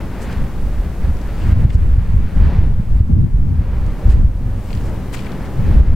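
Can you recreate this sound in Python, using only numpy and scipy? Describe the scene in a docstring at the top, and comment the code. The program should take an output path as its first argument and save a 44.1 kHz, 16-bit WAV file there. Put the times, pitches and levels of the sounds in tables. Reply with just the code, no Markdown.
"""Lava lake in the wind

A lava lake churns in its crater: bursting gas roars in surges, with splashes of melt on top.
Close by, mostly to the left, loose grit scuffs and ticks over a steady hiss.
Gusts rumble and thump on the microphone at the rim. The recorder turns everything down
under the strong gusts, and the hardest eddies (swirls of air) overload it."""
import sys
import numpy as np
from scipy import signal
from scipy.fft import rfft, irfft
from scipy.io import wavfile
from scipy.ndimage import uniform_filter1d, minimum_filter1d

SR = 44100
rng = np.random.default_rng(int(sys.argv[2]) if len(sys.argv) > 2 else 0)


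def to_wav(sig):
    """Store sig (one row per channel, or 1-D mono) as 16-bit WAV at the path in sys.argv[1].

    Samples outside -1..1 are clipped; the rate is SR.
    """
    pcm = np.clip(np.atleast_2d(sig), -1, 1) * 32767
    pcm = np.round(pcm).astype(np.int16)
    wavfile.write(sys.argv[1], SR, pcm.T)  # frames by channels


N = 262395
T = np.arange(N) / SR
HZ = np.fft.rfftfreq(N, 1 / SR)

# The pitch range in which each named layer's level is set: lowest_hz, highest_hz
BANDS = {"wind": (0, 400), "flutter": (130, 600), "roar": (330, 1500), "splash": (1300, 4500),
         "hiss": (10500, 15800)}


def amp(db):
    """Turns decibels into a factor to multiply by."""
    return 10 ** (np.asarray(db) / 20)


def unit(x):
    """Scales a signal to an average (rms) level of 1."""
    return x / np.sqrt(np.mean(x ** 2) + 1e-20)


def curve(points):
    """Joins (pitch, value) points with straight lines on a scale of octaves."""
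    pitch_hz, value = np.transpose(points)
    return np.interp(np.log(HZ + 1), np.log(pitch_hz + 1), value)


def add(mix, start_s, sound):
    """Mixes in a stereo sound at the given time."""
    part = mix[:, max(round(start_s * SR), 0):][:, :sound.shape[1]]
    part += sound[:, :part.shape[1]]


def pair(unrelated, likeness):
    """Makes left and right from two signals: likeness 0 is wide, 1 is centred."""
    likeness = np.clip(likeness, 0, .999)
    mid = unrelated[0] * np.sqrt((1 + likeness) / 2)
    side = unrelated[1] * np.sqrt((1 - likeness) / 2)
    return np.array([mid + side, mid - side])


def lean(left_db):
    """Gains that make the left side louder than the right by left_db."""
    return amp([[left_db / 2], [-left_db / 2]])


def coloured(noise, colour, likeness, band_hz):
    """Gives noise a tone colour and a stereo width, at level 1 within the band."""
    spectrum = pair(rfft(noise), likeness) * amp(curve(colour))
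    inside = spectrum[:, (HZ >= band_hz[0]) & (HZ <= band_hz[1])]
    return irfft(spectrum, N) * N / np.linalg.norm(inside)


def white():
    """Two channels of white noise."""
    return rng.standard_normal((2, N))


def wander(rate_hz):
    """A smooth random wobble of level 1."""
    return unit(irfft(rfft(rng.standard_normal(N)) * np.exp(-(HZ / rate_hz) ** 2), N))


def steadied(x, span_s):
    """Evens out the level of noise over stretches longer than span_s."""
    window = np.hanning(max(int(span_s * SR), 64))
    power = signal.fftconvolve((x ** 2).mean(0), window, "same")
    power /= signal.fftconvolve(np.ones(N), window, "same")
    return x / np.sqrt(abs(power) + 1e-9)


def hiss():
    """A wide, smooth, steady hiss."""
    # Tone of the hiss: pitch_hz, level_db
    colour = [(500, -26.5), (3000, 3.5), (5500, 3), (8000, 2.5), (10500, 1), (13000, 1), (15700, 0),
              (16200, -8)]
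    return coloured(white(), colour, likeness=0.15, band_hz=BANDS["hiss"]) * amp(-57) * lean(left_db=0.6)


def scuffs():
    """Sliding grit makes a short sputtering hiss that swells and fades."""
    # Slides of grit: peak_s, level_db, length_s, pitch_hz, width_octaves, left_minus_right_db
    slides = [(.230, -38, 0.032, 7600, 0.82, -3), (0.325, -39, 0.017, 4000, 0.93, -6),
              (1.419, -46, 0.15, 4800, .8, 0), (1.704, -35.5, .013, 2630, 1.06, 4),
              (1.737, -40, 0.024, 5000, .9, 1), (4.116, -36.5, 0.044, 3550, 2.7, 4),
              (4.739, -44, 0.24, 4200, 2.4, 3), (4.864, -47.5, 0.041, 6400, .6, 3),
              (5.143, -27.5, 0.022, 2920, 3.6, 5.5), (5.185, -37, .065, 3200, 1.6, 5),
              (5.263, -38, .014, 2400, 1.5, 1)]
    out = np.zeros((2, N))
    t = np.arange(2 ** 14) / SR
    hz, middle_s = np.fft.rfftfreq(len(t), 1 / SR), t.mean()
    for peak_s, level_db, length_s, pitch_hz, octaves, left_db in slides:
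        sputter_db = 2.5 * unit(uniform_filter1d(rng.standard_normal(len(t)), size=60))
        grains = rng.standard_normal((2, len(t))) * amp(sputter_db)
        band = np.exp(-.5 * (np.log2((hz + 1) / pitch_hz) / octaves) ** 2) / np.sqrt(hz + 500)
        slide = unit(irfft(pair(rfft(grains), likeness=0.7) * band, len(t)))
        swell = np.exp(-2 * ((t - middle_s) / length_s) ** 2)
        add(out, peak_s - middle_s, amp(level_db) * slide * swell * lean(left_db))
    return out


def ticks():
    """Brittle grains crack: a few milliseconds of ring with a faint scatter after it."""
    # Single cracking grains: start_s, level_db, pitch_hz
    grains = [(1.048, -47, 3430), (1.169, -45, 5000), (1.215, -41.5, 4830), (1.419, -38, 2600),
              (1.703, -31.5, 2420), (1.752, -40, 4500), (3.863, -41, 4830), (4.098, -35.5, 2940),
              (4.685, -57, 3360), (4.705, -36, 2900), (4.73, -32, 3220), (4.75, -39, 4840),
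              (4.774, -39, 2970), (5.144, -27.5, 1450), (5.171, -33, 3400), (5.192, -32, 2650),
              (5.247, -37, 2970), (5.266, -33, 2120), (5.319, -37, 4020), (5.456, -45, 5200)]
    out = np.zeros((2, N))
    t = np.arange(SR // 20) / SR
    decay = np.exp(-t / .0025) + .10 * np.exp(-t / .012)
    for start_s, level_db, pitch_hz in grains:
        crack = pair(rng.standard_normal((2, len(t))), likeness=0.72) * decay
        band_hz = [pitch_hz / 1.4, min(pitch_hz * 1.4, SR / 2.2)]
        body = signal.butter(2, band_hz, "bandpass", fs=SR, output="sos")
        ring = signal.sosfilt(body, crack) + 0.033 * crack
        opening_level = np.sqrt(np.mean(ring[:, t < .003] ** 2))
        add(out, start_s, amp(level_db) * ring / opening_level)
    return out * lean(left_db=10.5)


def grit():
    """Scuffs and ticks share one crisp tone colour."""
    # Tone of the grit: pitch_hz, gain_db
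    colour = [(500, 0), (3100, -3.5), (3800, -9), (4600, -4), (5700, -8.5), (7900, -4), (9500, -8),
              (15500, -13)]
    return irfft(rfft(scuffs() + ticks()) * amp(curve(colour)), N)


def lake():
    """Bursting gas roars in the crater; dense splashes of melt ride on top."""
    # Surges of gas through the melt: peak_s, half_length_s, roar_rise_db, splash_rise_db
    surges = [(.0, .05, 4.5, 1), (0.31, 0.2, 4, 8), (1.048, 0.039, 2.5, 3), (1.5, 0.23, 2.8, 6),
              (2.046, 0.37, 0.5, 5), (2.534, 0.17, 10.5, 13), (3.74, 0.22, 5, 5.5), (4.11, 0.12, 5.5, 3),
              (4.503, 0.16, 2, -2.5), (4.923, 0.13, 4, 0), (5.39, 0.19, 4, 5.5), (5.82, 0.18, 6, 6)]
    # Tone of the roar: pitch_hz, level_db
    roar_colour = [(20, -9.5), (100, 5), (190, 13), (280, 5.5), (380, 2), (550, 0), (680, -5.5),
                   (820, -4.5), (1200, -10), (1800, -15.5), (3000, -24), (6000, -35), (16000, -71)]
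    # Tone of the splashes: pitch_hz, level_db
    splash_colour = [(300, -8), (900, 2.5), (1600, 5), (2400, 0.5), (3200, -6.5), (3900, -10.5),
                     (4700, -12), (5700, -22.5), (7600, -24.5), (10000, -26.5), (16000, -26.5)]
    # How alike left and right are: pitch_hz, likeness (0 to 1)
    lake_likeness = [(100, 1), (600, 0.95), (1500, .93), (3000, 0.93), (8000, 0.97)]
    steady_roar_db, steady_splash_db, drops_per_s = -38.5, -50.5, 2500
    roar_rise_db, splash_rise_db = sum(np.outer(rises_db, np.exp(-((T - peak_s) / half_s) ** 2))
                                       for peak_s, half_s, *rises_db in surges)
    likeness = curve(lake_likeness)
    churn = wander(rate_hz=9.4)  # the boiling surface shakes roar and splashes together
    roar = coloured(white(), roar_colour, likeness, BANDS["roar"])
    roar *= amp(steady_roar_db + roar_rise_db + 0.16 * churn)
    drops = white() * (rng.random(N) < drops_per_s / SR)
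    drops *= amp(7.7 * np.minimum(rng.exponential(1, N), 3))  # many soft, a few loud
    splash = coloured(white() + .5 * unit(drops), splash_colour, likeness, BANDS["splash"])
    splash *= amp(steady_splash_db + splash_rise_db + 1.5 * churn + .5 * wander(rate_hz=160))
    return roar * lean(left_db=2.0) + splash * lean(left_db=0.9)


def gusts():
    """Strength of the wind's three layers: each gust swells, holds and drops back into the breeze."""
    # The breeze between gusts: slow_eddies_db, fast_eddies_db, flutter_db
    breeze_db = (-25.5, -30, -43.5)
    # Gusts on the microphone: peak_s, half_length_s, slow_eddies_db, fast_eddies_db, flutter_db
    blasts = [(0.413, 0.049, -15, -21.5, -33), (0.713, 0.18, -16.5, -30, -45), (1.071, 0.11, -14, -27, -38),
              (1.325, 0.16, -20.5, -42, -56), (1.584, 0.14, -11.5, -12.5, -27), (1.897, 0.18, -8, -16, -26),
              (2.174, 0.098, -6.5, -14, -23.5), (2.427, 0.076, -3.5, -13.5, -20.5),
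              (2.675, 0.16, -4.5, -12, -28), (2.978, 0.098, -4, -15.5, -23.5), (3.18, 0.1, -7, -3, -11.5),
              (3.395, 0.085, -3, -15, -25.5), (3.521, 0.12, -17, -9, -21), (3.786, 0.17, -11.5, -19, -58),
              (4.105, 0.056, -4, -15, -26.5), (4.234, 0.081, -4, -13, -22), (4.446, 0.16, -14.5, -18, -38),
              (4.81, 0.14, -21, -23.5, -54), (5.681, 0.098, -13.5, -15, -24.5),
              (5.792, 0.053, -4.5, -13.5, -16.5), (5.921, 0.063, -2.5, -11.5, -34)]
    squareness = 3.26  # 2 is a bell shape; more gives a flatter top and steeper sides
    power = amp(breeze_db)[:, None] ** 2 * np.ones(N)
    for peak_s, half_s, *levels_db in blasts:
        swell = np.exp(-np.minimum(abs((T - peak_s) / half_s), 2) ** squareness)
        power += (amp(levels_db)[:, None] * swell) ** 2
    return np.sqrt(power)


def wind():
    """Large eddies press on both microphone openings alike; each opening also flutters on its own."""
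    # Tone of the slow eddies: pitch_hz, level_db
    slow_colour = [(5, 2.5), (15, -4), (28, -2), (52, -1), (72, -9.5), (110, -29.5), (250, -64.5),
                   (900, -100)]
    # Tone of the fast eddies: pitch_hz, level_db
    fast_colour = [(30, -19.5), (55, -10), (80, 0.5), (118, -4.5), (160, -11.5), (220, -19.5), (320, -31),
                   (500, -53.5), (1200, -63.5), (4000, -100)]
    # Tone of the flutter: pitch_hz, level_db
    flutter_colour = [(50, -22), (115, 0), (190, -1), (300, -10), (450, -26), (800, -40.5), (2000, -55),
                      (6000, -90.5)]
    # How alike left and right are: pitch_hz, likeness (0 to 1)
    wind_likeness = [(20, 1), (60, 0.95), (125, 0.92), (250, 1), (600, 0.36)]
    slow_gain, fast_gain, flutter_gain = gusts()
    likeness = curve(wind_likeness)
    slow = steadied(coloured(white(), slow_colour, likeness, BANDS["wind"]), span_s=0.034) * slow_gain
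    fast = steadied(coloured(white(), fast_colour, likeness, BANDS["wind"]), span_s=0.16) * fast_gain
    flutter = steadied(coloured(white(), flutter_colour, 0, BANDS["flutter"]), span_s=0.08)
    flutter *= flutter_gain
    clumps_db = 1.8 * wander(rate_hz=53)  # rough air arrives in clumps
    return (slow + fast * lean(left_db=0.8) + flutter * lean(left_db=4.5)) * amp(clumps_db)


def buffets(airflow):
    """The core of a hard eddy shoves the airflow aside: one sharp pull between two weaker pushes."""
    # The hardest single eddies: peak_s, pull_db, pitch_hz
    hard_eddies = [(.8, -7.5, 38), (1.05, -4.5, 49.5), (1.531, 4.5, 66), (1.654, 6.5, 82),
                   (1.757, 6.5, 63.4), (1.941, 2, 46), (1.985, 5, 66), (2.168, 3.5, 56), (2.426, 4, 49),
                   (2.592, 8.5, 65), (2.8, 1, 116), (3.01, 10, 72), (3.137, 11.5, 71), (3.596, 5, 71),
                   (4.066, 3, 50.7), (4.147, 2, 51.5), (4.25, 7, 57), (5.777, 4, 41.3), (5.81, 6.5, 47.5)]
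    core, thumps = np.zeros(N), np.zeros(N)
    for peak_s, pull_db, pitch_hz in hard_eddies:
        offset_squared = np.minimum((np.pi * pitch_hz * (T - peak_s)) ** 2, 200)
        thumps -= amp(pull_db) * (1 - 2 * offset_squared) * np.exp(-offset_squared)
        core = np.maximum(core, np.exp(-offset_squared / 4))
    return airflow * (1 - 0.61 * core) + thumps


def gain_control(x):
    """Turns everything down while the average level is too high, so gusts push the lake back."""
    ceiling_db, average_s, glide_s = -11, 0.23, 0.12
    memory = np.exp(-1 / (average_s * SR))
    average_power = signal.lfilter([1 - memory], [1, -memory], (x ** 2).mean(0))
    over_db = np.maximum(10 * np.log10(average_power + 1e-12) - ceiling_db, 0)
    return x * amp(-uniform_filter1d(over_db, size=int(glide_s * SR)))


def limiter(x):
    """Catches the strongest swings at full scale, then lets go at a steady rate."""
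    recovery_db_per_s = 56
    safe_gain = 1 / np.maximum(abs(x).max(0), 1)
    over_db = -20 * np.log10(minimum_filter1d(safe_gain, size=49))
    recovered_db = recovery_db_per_s * T
    held_db = np.maximum.accumulate(over_db + recovered_db) - recovered_db
    window = np.hanning(97)
    return x * amp(-signal.oaconvolve(held_db, window / window.sum(), "same"))


def scene():
    """Wind, lake, hiss and grit together at the crater's rim."""
    return buffets(wind()) + lake() + hiss() + grit()


def record(dry):
    """The recorder: slow gain control, a fast limiter, then a cut of the highest treble."""
    edge_fades = signal.windows.tukey(N, .002)
    limited = limiter(gain_control(dry)) * edge_fades
    treble_cut = signal.firwin(511, cutoff=16050, window=("kaiser", 9), fs=SR)
    return signal.oaconvolve(limited, treble_cut[None], "same")


dry = scene()
out = record(dry)
to_wav(out)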